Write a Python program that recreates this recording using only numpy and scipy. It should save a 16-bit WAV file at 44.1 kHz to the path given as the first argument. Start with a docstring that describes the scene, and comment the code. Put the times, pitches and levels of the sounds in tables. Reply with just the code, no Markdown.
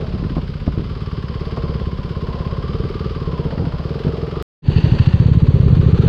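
"""Wet loose stones, from the rider's seat of a single-cylinder motorcycle crawling along.
Each firing knocks, then thumps through the exhaust as a filtered impulse; shaped noise makes gas and valve clatter.
A gear whines in swaying sines, the chain clicks, stones strike the wheels and the engine ticks a few times.
The sound cuts out briefly and returns at a standstill: the engine idles with a metallic rasp, then revs up,
while a second, heavier single booms close by at its own pace."""
import sys
import numpy as np
from scipy import signal
from scipy.fft import rfft, irfft, next_fast_len
from scipy.io import wavfile
from scipy.ndimage import uniform_filter1d, minimum_filter1d, map_coordinates

SR = 44100
rng = np.random.default_rng(int(sys.argv[2]) if len(sys.argv) > 2 else 0)


def unload_wav(signal):
    """Save mono or channel-first audio to the path in sys.argv[1] as 16-bit WAV at rate SR, clipped to [-1, 1]."""
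    wavfile.write(
        sys.argv[1],
        SR,
        np.round(np.clip(np.atleast_2d(signal).T, -1, 1) * 32767).astype(np.int16),
    )


N = 268260
TIME = np.arange(N) / SR  # s

# Engine speed rolling, idling, and of the heavier engine. Each row: time in seconds, firings per second.
ROLL_RATE = [(0.0, 17.77), (0.298, 17.21), (0.565, 15.76), (1.025, 18.7), (1.288, 17.26), (1.494, 18.04),
             (1.716, 17.06), (2.503, 16.68), (2.748, 19.1), (3.07, 19.55), (3.391, 16.08), (3.622, 13.15),
             (3.963, 20.99), (4.086, 23.23), (4.259, 20.04), (4.42, 25.11)]
IDLE_RATE = [(4.62, 12.3), (4.8, 12.3), (4.87, 13.71), (5.3, 14.81), (5.68, 13.88), (5.95, 19.58),
             (6.08, 24.12)]
BOOM_RATE = [(4.62, 12.87), (4.97, 12.53), (5.25, 17.71), (5.48, 17.8), (5.78, 14.49), (6.08, 15.63)]
# How hard the throttle works the engine while rolling. Each row: time in seconds, effort in dB.
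ROLL_EFFORT = [(0, -1), (.55, -9.5), (1.2, -8.5), (1.42, -2), (1.7, 2.5), (1.97, -4), (2.25, 1), (2.55, -3),
               (2.88, 1.5), (3.15, -2.5), (3.4, 5), (3.8, -2), (4.05, 1.5), (4.4, 0.5)]
# Throttle at a standstill. Each row: time in seconds, effort in dB, exhaust level in dB.
IDLE_DRIVE = [(4.62, -6.5, 2.5), (5.3, -4.5, 5), (5.65, -4, 5), (5.8, -6, 8.5), (6.08, -5.5, 9.5)]
# Pipe echo as the engine labours while rolling. Each row: time in seconds, level in dB.
ROLL_LABOUR = [(0, -35.5), (1.35, -46), (1.7, -34), (2.05, -40), (3.1, -43), (3.38, -26.5), (3.66, -27),
               (3.85, -33.5), (4.4, -39)]
# Gear whine rolling and at a standstill. Each row: time in seconds, level in dB.
ROLL_WHINE = [(0, -53), (.3, -44.5), (.55, -54.5), (1.0, -44.5), (1.6, -41), (1.95, -44), (2.35, -40),
              (3.3, -40), (3.6, -40.5), (4.1, -47.5), (4.4, -38)]
IDLE_WHINE = [(4.62, -49.5), (5.7, -46.5), (5.97, -38), (6.08, -36)]
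# Gear mesh tone at a standstill. Each row: time in seconds, pitch in Hz.
IDLE_PITCH = [(4.62, 1003), (5.8, 1100), (5.97, 1304), (6.08, 1294)]
# Drive chain, and the chassis rumbling over the track. Each row: time in seconds, level in dB.
CHAIN_LEVEL = [(0, -58), (.6, -57), (1.1, -53), (1.55, -48.5), (2.05, -56.5), (2.5, -52), (2.9, -48.5),
               (3.35, -54), (4.4, -56.5)]
RUMBLE_LEVEL = [(0, -27.5), (.3, -25.5), (.5, -29.5), (.82, -27), (1.4, -30), (1.75, -26), (2.1, -29.5),
                (3.0, -27), (3.6, -28.5), (4.0, -30.5), (4.4, -31)]
# Looseness of the track under the tyres. Each row: time in seconds, change of the grinding in dB.
GROUND = [(0, 5), (.33, -2.5), (.5, -8), (1.3, -4), (1.65, 4), (1.95, -4), (2.4, 3.5), (3.05, -4.5),
          (3.55, 5), (3.85, 3.5), (4.07, 5.5), (4.4, 3)]
# Stones striking the wheels; from 3.45 to 3.65 s also short engine ticks.
# Each row: time in seconds, relative blow in dB, relative clack in dB.
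STRIKES = [(0.150, -15.5, -41), (0.227, -11, -44), (0.248, -16, -41), (0.305, -15.5, -50), (0.367, -9, -33),
           (0.380, -12, -31), (0.667, -16.5, -43), (0.677, -7.5, -30.5), (0.776, -10, -46),
           (0.794, -13, -39.5), (0.820, -17, -55), (1.178, -16, -55), (1.572, -23.5, -27),
           (2.836, -15, -51), (3.044, -15.5, -58), (3.452, -14, -38), (3.522, -26.5, -35),
           (3.576, -12.5, -53), (3.590, -19.5, -33), (3.621, -9, -43), (3.641, -13.5, -46),
           (3.653, -13.5, -36), (4.047, -11, -40.5), (4.067, -10, -33), (4.08, -17.5, -32.5)]
# Strength of the heavier engine. Each row: time in seconds, level in dB.
BOOM_LEVEL = [(4.62, -4), (4.85, -10), (5.2, -9.5), (6.08, -9)]

# Tone of one exhaust pulse: the rider's engine, the heavier one. Each row: frequency in Hz, gain in dB.
ROLL_PIPE = [(18, -28.5), (32, -1.5), (48, -19), (70, 3), (90, 0.5), (120, -1), (165, 0.5), (215, -14.5),
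             (260, -16), (400, -25.5), (600, -42.5), (800, -56), (2000, -81)]
BOOM_PIPE = [(18, -32.5), (40, -19), (60, -7.5), (85, -0.5), (122, 0.8), (165, -3), (230, -18.5),
             (320, -27.5), (600, -78), (1200, -100.5)]
# Ring of the silencer. Each row: frequency in Hz, gain in dB.
PIPE_RING = [(120, -28), (240, -11), (310, -10), (390, -1), (455, 2), (495, -13.5), (545, -9), (620, -25),
             (900, -38.5), (3000, -75.5)]
# Turbulent gas after the pulse: the rider's engine, the heavier one. Each row: frequency in Hz, gain in dB.
BARK = [(120, -22.5), (200, 3.5), (320, 2.5), (400, 5), (480, 5), (570, 0.5), (660, -16.5), (900, -25),
        (1500, -35), (3000, -74)]
BOOM_BARK = [(120, -16.5), (220, -1.5), (300, -6), (400, -3.5), (480, -12), (570, -13), (700, -24),
             (1000, -26), (3000, -62.5)]
# Low rumble of the chassis and of the heavier engine's gas. Each row: frequency in Hz, gain in dB.
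RUMBLE = [(12, -12), (27, 5), (45, 16), (70, 11.5), (110, 9.5), (160, 8), (210, 7), (320, -13), (700, -69)]
# Outlet of both hollow tones. Each row: frequency in Hz, gain in dB.
MUFFLE = [(15, -12.5), (40, -2.5), (200, 1.5), (400, -18.5), (1200, -59)]
# Combustion knock through the cylinder. Each row: frequency in Hz, gain in dB.
KNOCK = [(400, -22), (900, -1.5), (1450, 9.5), (2000, 1.5), (2500, -2), (3100, -1), (4000, -8),
         (5000, -7.5), (5700, -26), (15000, -50)]
# Engine casing while rolling and while idling. Each row: frequency in Hz, gain in dB.
ROLL_CASE = [(400, -26), (750, 0.5), (1300, 7), (1600, 0.5), (1900, -0.5), (2500, -0.5), (3050, 1.5),
             (3800, -2.5), (5100, -3.5), (5700, -16.5), (7300, -26.5), (10000, -34), (15000, -36)]
IDLE_CASE = [(400, -11), (750, 11), (1350, 7.5), (1800, 5.5), (2200, 2.5), (2800, 5), (3500, 2.5),
             (4550, 2), (5100, -17.5), (6100, -12), (7500, -21.5), (10000, -31), (15000, -44.5)]
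# Low body of a strike, and its bright clack. Each row: frequency in Hz, gain in dB.
FRAME = [(25, -13.5), (70, 1.5), (140, 5), (250, -1), (420, -10), (600, -26.5), (1200, -47), (5000, -99)]
CLACK = [(200, -10), (550, 5.5), (850, -3.5), (1400, -10.5), (2000, -25), (2500, -32.5), (5000, -25.5),
         (6000, -43.5), (12000, -70)]
# Final tone of the silencer's song, the rasp, the gears and the chain. Each row: frequency in Hz, gain in dB.
SING_TONE = [(150, -22.5), (380, -2.0), (480, 0.0), (560, -7), (700, -26), (3000, -61.5)]
RASP_TONE = [(400, -2), (800, -0.5), (4600, 1.5), (5300, -17.5), (9000, -35.5)]
GEAR_TONE = [(500, -13), (950, 3.5), (1600, -2.5), (2500, -8.0), (7000, -41.5)]
CHAIN_TONE = [(500, -13.5), (1400, 2.5), (5150, -1.5), (5600, -20), (8000, -23.5), (15000, -29)]

# Silencer modes that outlast the thump. Each row: frequency in Hz, width in Hz, relative level in dB.
SILENCER = [(404, 32, -8.5), (450.4, 18.4, 5), (536, 44, -10.5)]
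# Airbox hum between firings, and the pipe's echo. Each row: frequency in Hz, width in Hz, relative level in dB.
AIRBOX = [(69.5, 12, 0)]
PIPE_ECHO = [(145, 50, 0)]
# Metallic rasp at idle. Each row: frequency in Hz, width in Hz, relative level in dB.
RASP_MODES = [(900, 120, 4.5), (1840, 190, 1.5), (2720, 290, 3), (4470, 500, -3)]
# Gearbox driven by the mesh, and shaken by loose teeth.
# Each row: frequency in Hz, width in Hz, relative level in dB.
GEARBOX = [(1060, 60, 0.5), (1168, 18, 5), (1310, 18, -4.5), (1534, 80, -19)]
GEAR_RATTLE = [(1038, 76, -0.5), (1180, 74, 0), (1340, 81, -8)]
# Ring of the chain's links. Each row: frequency in Hz, width in Hz, relative level in dB.
CHAIN = [(1603, 60, -2), (2140, 160, -6), (3095, 230, -2), (4685, 570, -3.5)]

ROLL_FIRST, IDLE_FIRST, BOOM_FIRST = 0.025, 4.704, 4.682  # first firing of each (s)
CUT, RETURN, FULL = 4.425, 4.62, 4.695  # silence begins, sound returns, full level (s)
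CRUISE_RATE = 16.03  # firings per s at which the levels below hold

# Exhaust layers: level at zero effort (dB), and dB gained per dB of effort
THUMP_DB, THUMP_GROWS = -25, 0.23
RING_DB, RING_GROWS = -36.5, 0.66
SING_DB, SING_GROWS = -35.5, 1.58
BARK_DB, BARK_GROWS = -37, 0.46
AIRBOX_DB, AIRBOX_GROWS = -31.5, 0.58
THUMP_SAG_DB, AIRBOX_SAG_DB = 0.5, 1.2  # dB lost per extra firing a second
RING_LEAD = 0.03935  # cycles by which the silencer ring's impulses are advanced
RING_BEND_S = 0.00035  # depth of the delay sway that bends the silencer's pitch
PIPE_ECHO_S = 0.0075  # round trip along the pipe
IDLE_LABOUR_DB = -33.5  # pipe echo at a standstill, before the exhaust level

# Valve clatter: level (dB), dB per dB of effort (rolling only), dB per extra firing a second
CLATTER_DB, CLATTER_GROWS, CLATTER_RISE_DB = -44, 0.12, 0.3
IDLE_CLATTER_DB, IDLE_CLATTER_RISE_DB = -39, 0.52
ROLL_KNOCK_DB, IDLE_KNOCK_DB = -50, -47.5
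KNOCK_LUG_DB = 0.5  # dB gained per firing a second lost, rolling only
RASP_DB, RASP_UNTIL_S, RASP_FADE_DB_PER_S = -37, 5.05, 56  # the rasp holds for a moment, then dies
RASP_CLATTER_DB, RASP_KNOCK_DB = 3, 3  # extra clatter and knock while it rasps
MESH_PER_FIRING, MESH_TOP_HZ = 61.5, 1212  # the rolling gear tone follows engine speed up to this pitch
SECOND_MESH, SECOND_MESH_DB = 0.96, -16  # second gear pair: pitch ratio, level against the first (dB)
GEAR_DIRECT_DB = 3  # gear tone that bypasses the gearbox, against the resonant share

SCRUB_DB = -42.5  # tyres grinding stones on average ground
BOOM_RUMBLE_DB, BOOM_BARK_DB = -14, -21  # the heavier engine's gas, against its boom
TOP_HZ = 15700  # band limit


def amp(db):
    """Decibels to gain."""
    return 10 ** (np.asarray(db) / 20)


def unit(x):
    """Scale to rms 1 over the time in which it sounds."""
    sounding = uniform_filter1d(np.abs(x), size=4410) > np.abs(x).max() / 1000
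    return x / np.sqrt(np.mean(x[sounding] ** 2) + 1e-20)


def curves(rows):
    """One value per sample for each column after the time."""
    s, *cols = np.transpose(rows)
    return [np.interp(TIME, s, c) for c in cols]


def wobble(rate):
    """A smooth random curve, rate knots a second."""
    knots = rng.standard_normal(int(N * rate / SR) + 4)
    return map_coordinates(knots, [TIME * rate])


def noise():
    """Fresh white noise."""
    return rng.standard_normal(N)


def colour(x, points):
    """Causal, minimum-phase filter whose gain follows (Hz, dB) points."""
    size = 2 * next_fast_len(N // 2 + SR // 4)
    hz, db = np.transpose(points)
    gain = amp(np.interp(np.log(np.fft.rfftfreq(size, 1 / SR) + 1), np.log(hz), db))
    # folding the cepstrum forward puts all the energy after the impulse
    cepstrum = irfft(np.log(gain))
    cepstrum[1:size // 2] *= 2
    cepstrum[size // 2 + 1:] = 0
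    return irfft(rfft(x, size) * np.exp(rfft(cepstrum)))[:N]


def resonate(x, modes):
    """Ring x through (Hz, width, dB) resonances."""
    f = np.fft.rfftfreq(N, 1 / SR)
    response = sum(amp(db) * 1j * f * w / (c * c - f * f + 1j * f * w) for c, w, db in modes)
    return irfft(rfft(x) * response, N)


def crank(rate_rows, first):
    """Engine cycles counted from the first firing."""
    cycles = np.cumsum(curves(rate_rows)[0]) / SR
    return cycles - np.interp(first, TIME, cycles)


def firings(cycles, scatter_db):
    """One impulse per cycle, each burn a little different."""
    at = np.flatnonzero(np.diff(np.floor(cycles)) > 0)
    train = np.zeros(N)
    train[at] = amp(scatter_db * rng.standard_normal(len(at)))
    return train


def burst(cycles, angle, length, rise, scatter_db):
    """An envelope that swells from one angle of each cycle over rise cycles and dies over length cycles."""
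    turn = cycles - angle
    index = np.floor(turn - np.floor(turn[0])).astype(int)
    size = amp(scatter_db * rng.standard_normal(index[-1] + 1))
    phase = turn % 1
    shape = np.exp(-phase / length) * (1 - np.exp(-(phase / rise) ** 2))
    return size[index] * shape / shape.max()


def gravel(rate, spread_db):
    """Tiny random clicks, as of grinding stones or chain links."""
    hits = rng.random(N) < rate / SR
    return unit(hits * np.sign(noise()) * amp(spread_db * np.clip(noise(), -2, 2)))


def rolling():
    """Light throttle: crisp thumps, clatter, whine and gravel, led by engine speed, effort and ground."""
    cycles = crank(ROLL_RATE, ROLL_FIRST)
    rate, effort = curves(ROLL_RATE)[0], curves(ROLL_EFFORT)[0]
    revs = rate - CRUISE_RATE
    mesh_hz = np.minimum(MESH_PER_FIRING * rate, MESH_TOP_HZ)
    clatter_db = CLATTER_DB + CLATTER_GROWS * effort + CLATTER_RISE_DB * revs
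    mix = exhaust(cycles, revs, effort, curves(ROLL_LABOUR)[0])
    mix += amp(clatter_db) * rolling_valves(cycles)
    mix += amp(ROLL_KNOCK_DB - KNOCK_LUG_DB * revs) * knock(cycles, angle=0.71, length=0.11)
    mix += amp(curves(ROLL_WHINE)[0]) * gear_whine(cycles, mesh_hz, ripple=0.5, blur=0.12, rattle=1.3)
    mix += amp(curves(CHAIN_LEVEL)[0]) * chain(cycles)
    mix += amp(curves(RUMBLE_LEVEL)[0]) * chassis_rumble(cycles)
    return mix + amp(SCRUB_DB + curves(GROUND)[0]) * tyre_scrub()


def idling():
    """The engine idles with a dry metallic rasp on each valve stroke, then picks up speed."""
    cycles = crank(IDLE_RATE, IDLE_FIRST)
    revs = curves(IDLE_RATE)[0] - CRUISE_RATE
    effort, level_db = curves(IDLE_DRIVE)
    rasping = amp(-RASP_FADE_DB_PER_S * np.maximum(TIME - RASP_UNTIL_S, 0))  # 1 while it holds
    strokes = 0.44 * burst(cycles, 0.7, 0.15, rise=0.04, scatter_db=4.0)
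    strokes += 0.12 * burst(cycles, 0.11, 0.12, rise=0.064, scatter_db=5.0)
    clatter_db = IDLE_CLATTER_DB + IDLE_CLATTER_RISE_DB * revs + RASP_CLATTER_DB * rasping
    knock_db = IDLE_KNOCK_DB + RASP_KNOCK_DB * rasping
    whine = gear_whine(cycles, curves(IDLE_PITCH)[0], ripple=0.69, blur=0.2, rattle=0.7)
    mix = amp(level_db) * exhaust(cycles, revs, effort, IDLE_LABOUR_DB)
    mix += amp(clatter_db) * idling_valves(strokes, rasping)
    mix += amp(RASP_DB) * rasping * metallic_rasp(strokes)
    mix += amp(knock_db) * knock(cycles, angle=0.66, length=0.081)
    return mix + amp(curves(IDLE_WHINE)[0]) * whine


def exhaust(cycles, revs, effort, labour_db):
    """Each firing thumps through the pipe and rings the silencer, which sings on under load; gas puffs along."""
    pulses = firings(cycles, scatter_db=1.1)
    ring_pulses = firings(cycles + RING_LEAD, scatter_db=1.0)
    thump = -unit(colour(pulses, ROLL_PIPE))
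    ring = -unit(colour(ring_pulses, PIPE_RING))
    sing = unit(colour(resonate(pulses, SILENCER), SING_TONE))
    puffs = 0.37 + burst(cycles, -0.098, 0.55, rise=0.077, scatter_db=0.1)
    gas = unit(colour(noise() * puffs, BARK))
    silencer = amp(RING_DB + RING_GROWS * effort) * ring
    silencer += amp(SING_DB + SING_GROWS * effort) * sing
    silencer += amp(BARK_DB + BARK_GROWS * effort) * gas
    # faster running means smaller gulps of gas, so a lighter thump
    thump_db = THUMP_DB + THUMP_GROWS * effort - THUMP_SAG_DB * revs
    return amp(thump_db) * thump + bend(silencer, cycles) + hollow_tones(pulses, revs, effort, labour_db)


def bend(x, cycles):
    """Hot gas passing through the pipe lifts its pitch during each stroke; it sinks back before the next."""
    delay = RING_BEND_S * np.sin(2 * np.pi * (cycles + 0.0096))
    return map_coordinates(x, [(TIME - delay) * SR], order=3)


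def hollow_tones(pulses, revs, effort, labour_db):
    """The airbox hums on between firings, less at high speed, and each pulse comes back along the pipe."""
    hum = -unit(colour(resonate(pulses, AIRBOX), MUFFLE))
    echo = -unit(colour(resonate(pulses, PIPE_ECHO), MUFFLE))
    echo = np.interp(TIME - PIPE_ECHO_S, TIME, echo)
    hum_db = AIRBOX_DB + AIRBOX_GROWS * effort - AIRBOX_SAG_DB * np.maximum(revs, 0)
    return amp(hum_db) * hum + amp(labour_db) * echo


def knock(cycles, angle, length):
    """Each burn raps the cylinder about a third of a cycle before the exhaust thump."""
    rap = burst(cycles, angle, length, rise=0.035, scatter_db=1.2)
    return unit(colour(noise() * rap, KNOCK))


def rolling_valves(cycles):
    """Valves clatter in the casing, hardest as they shut late in the cycle, well after the exhaust pulse."""
    valves = 0.56 + 0.5 * burst(cycles, 0.63, 0.22, rise=0.11, scatter_db=1.5)
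    valves += 0.27 * burst(cycles, 0.08, 0.2, rise=0.07, scatter_db=2)
    return unit(colour(noise() * valves * amp(0.61 * wobble(420)), ROLL_CASE))


def idling_valves(strokes, rasping):
    """Valve strokes hiss through the casing and stand out more sharply while the engine rasps."""
    valves = 0.72 + (0.3 + 1.0 * rasping) * strokes
    return unit(colour(noise() * valves, IDLE_CASE))


def metallic_rasp(strokes):
    """Noise gusts on the valve strokes, flickers and rings a few metallic resonances."""
    gusts = 0.36 + 1.4 * strokes
    rasp = resonate(noise() * gusts * amp(2.2 * wobble(120)), RASP_MODES)
    return unit(colour(rasp, RASP_TONE))


def gear_whine(cycles, mesh_hz, ripple, blur, rattle):
    """The mesh tones sway with the crank and bite three times a cycle; loose teeth rattle the gearbox too."""
    # ripple and blur sway the phase, in turns of the mesh tone
    teeth = np.cumsum(mesh_hz) / SR + ripple * np.sin(2 * np.pi * cycles) + blur * wobble(160)
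    backlash = 0.3 + 0.65 * burst(cycles, 0.66, 0.15, rise=0.12, scatter_db=0.0)
    backlash += 0.33 * burst(cycles, 0.038, 0.077, rise=0.057, scatter_db=2)
    backlash += 0.28 * burst(cycles, 0.23, 0.12, rise=0.14, scatter_db=2.5)
    tones = np.sin(2 * np.pi * teeth) + amp(SECOND_MESH_DB) * np.sin(2 * np.pi * SECOND_MESH * teeth)
    mesh = backlash * tones * amp(1.5 * wobble(150))
    drive = unit(resonate(mesh, GEARBOX)) + amp(GEAR_DIRECT_DB) * unit(mesh)
    drive += rattle * unit(resonate(backlash * noise(), GEAR_RATTLE))
    return unit(colour(drive, GEAR_TONE))


def chain(cycles):
    """Links click over the sprockets, hardest when a power stroke snatches the chain."""
    snatch = 0.5 + burst(cycles, 0.68, 0.38, rise=0.08, scatter_db=2)
    snatch += 0.4 * burst(cycles, 0.41, 0.1, rise=0.05, scatter_db=2)
    links = resonate(gravel(rate=800, spread_db=2.5) * snatch, CHAIN)
    return unit(colour(links, CHAIN_TONE))


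def stones_and_ticks():
    """Each stone or engine tick is a single shove and a shudder of low noise, with a brighter, shorter clack."""
    shoves, thuds, clacks = np.zeros((3, N))
    for s, db, clack_db in STRIKES:
        age = np.maximum(TIME - s, 0)
        shoves[round(s * SR)] = amp(db)
        thuds += amp(db) * (age > 0) * np.exp(-age / 0.016)
        clacks += amp(clack_db) * (age > 0) * np.exp(-age / 0.008)
    frame = colour(amp(9.0) * thuds * noise() - amp(36.5) * shoves, FRAME)
    return frame + amp(19.0) * colour(clacks * noise(), CLACK)


def chassis_rumble(cycles):
    """The chassis rumbles over the track as low noise, swelling a little with each firing."""
    swell = 3.0 + burst(cycles, -0.049, 0.087, rise=0.057, scatter_db=3.5)
    return unit(colour(noise() * swell, RUMBLE))


def tyre_scrub():
    """Tyres grind the stones together: a dense patter of tiny clacks."""
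    return unit(colour(gravel(rate=2500, spread_db=6.5), CLACK))


def big_single():
    """A heavier engine close by, out of step with the rider's own: round booms, each with a puff of gas."""
    cycles = crank(BOOM_RATE, BOOM_FIRST)
    boom = -unit(colour(firings(cycles, scatter_db=2.1), BOOM_PIPE))
    puffs = 0.31 + burst(cycles, 0, 0.72, rise=0.1, scatter_db=3.5)
    rumble = unit(colour(noise() * puffs, RUMBLE))
    bark = unit(colour(noise() * puffs, BOOM_BARK))
    return amp(curves(BOOM_LEVEL)[0]) * (boom + amp(BOOM_RUMBLE_DB) * rumble + amp(BOOM_BARK_DB) * bark)


def scene():
    """The rolling stretch stops dead; after a short silence the two standing engines fade in."""
    fade = np.clip((TIME - RETURN) / (FULL - RETURN), 0, 1) ** 1.43
    on_the_move = (rolling() + stones_and_ticks()) * (TIME < CUT)
    standing = (idling() + big_single()) * fade
    return (on_the_move + standing)[None]


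def record(dry):
    """A fast limiter holds the booms under full scale; a steep low-pass then cuts the top."""
    needed = np.minimum(1, 0.95 / (np.abs(dry) + 1e-9))
    gain = uniform_filter1d(minimum_filter1d(needed, size=441), size=441)  # 10 ms windows
    low_pass = signal.butter(16, TOP_HZ, fs=SR, output="sos")
    return signal.sosfilt(low_pass, dry * gain)


dry = scene()
out = record(dry)
unload_wav(out)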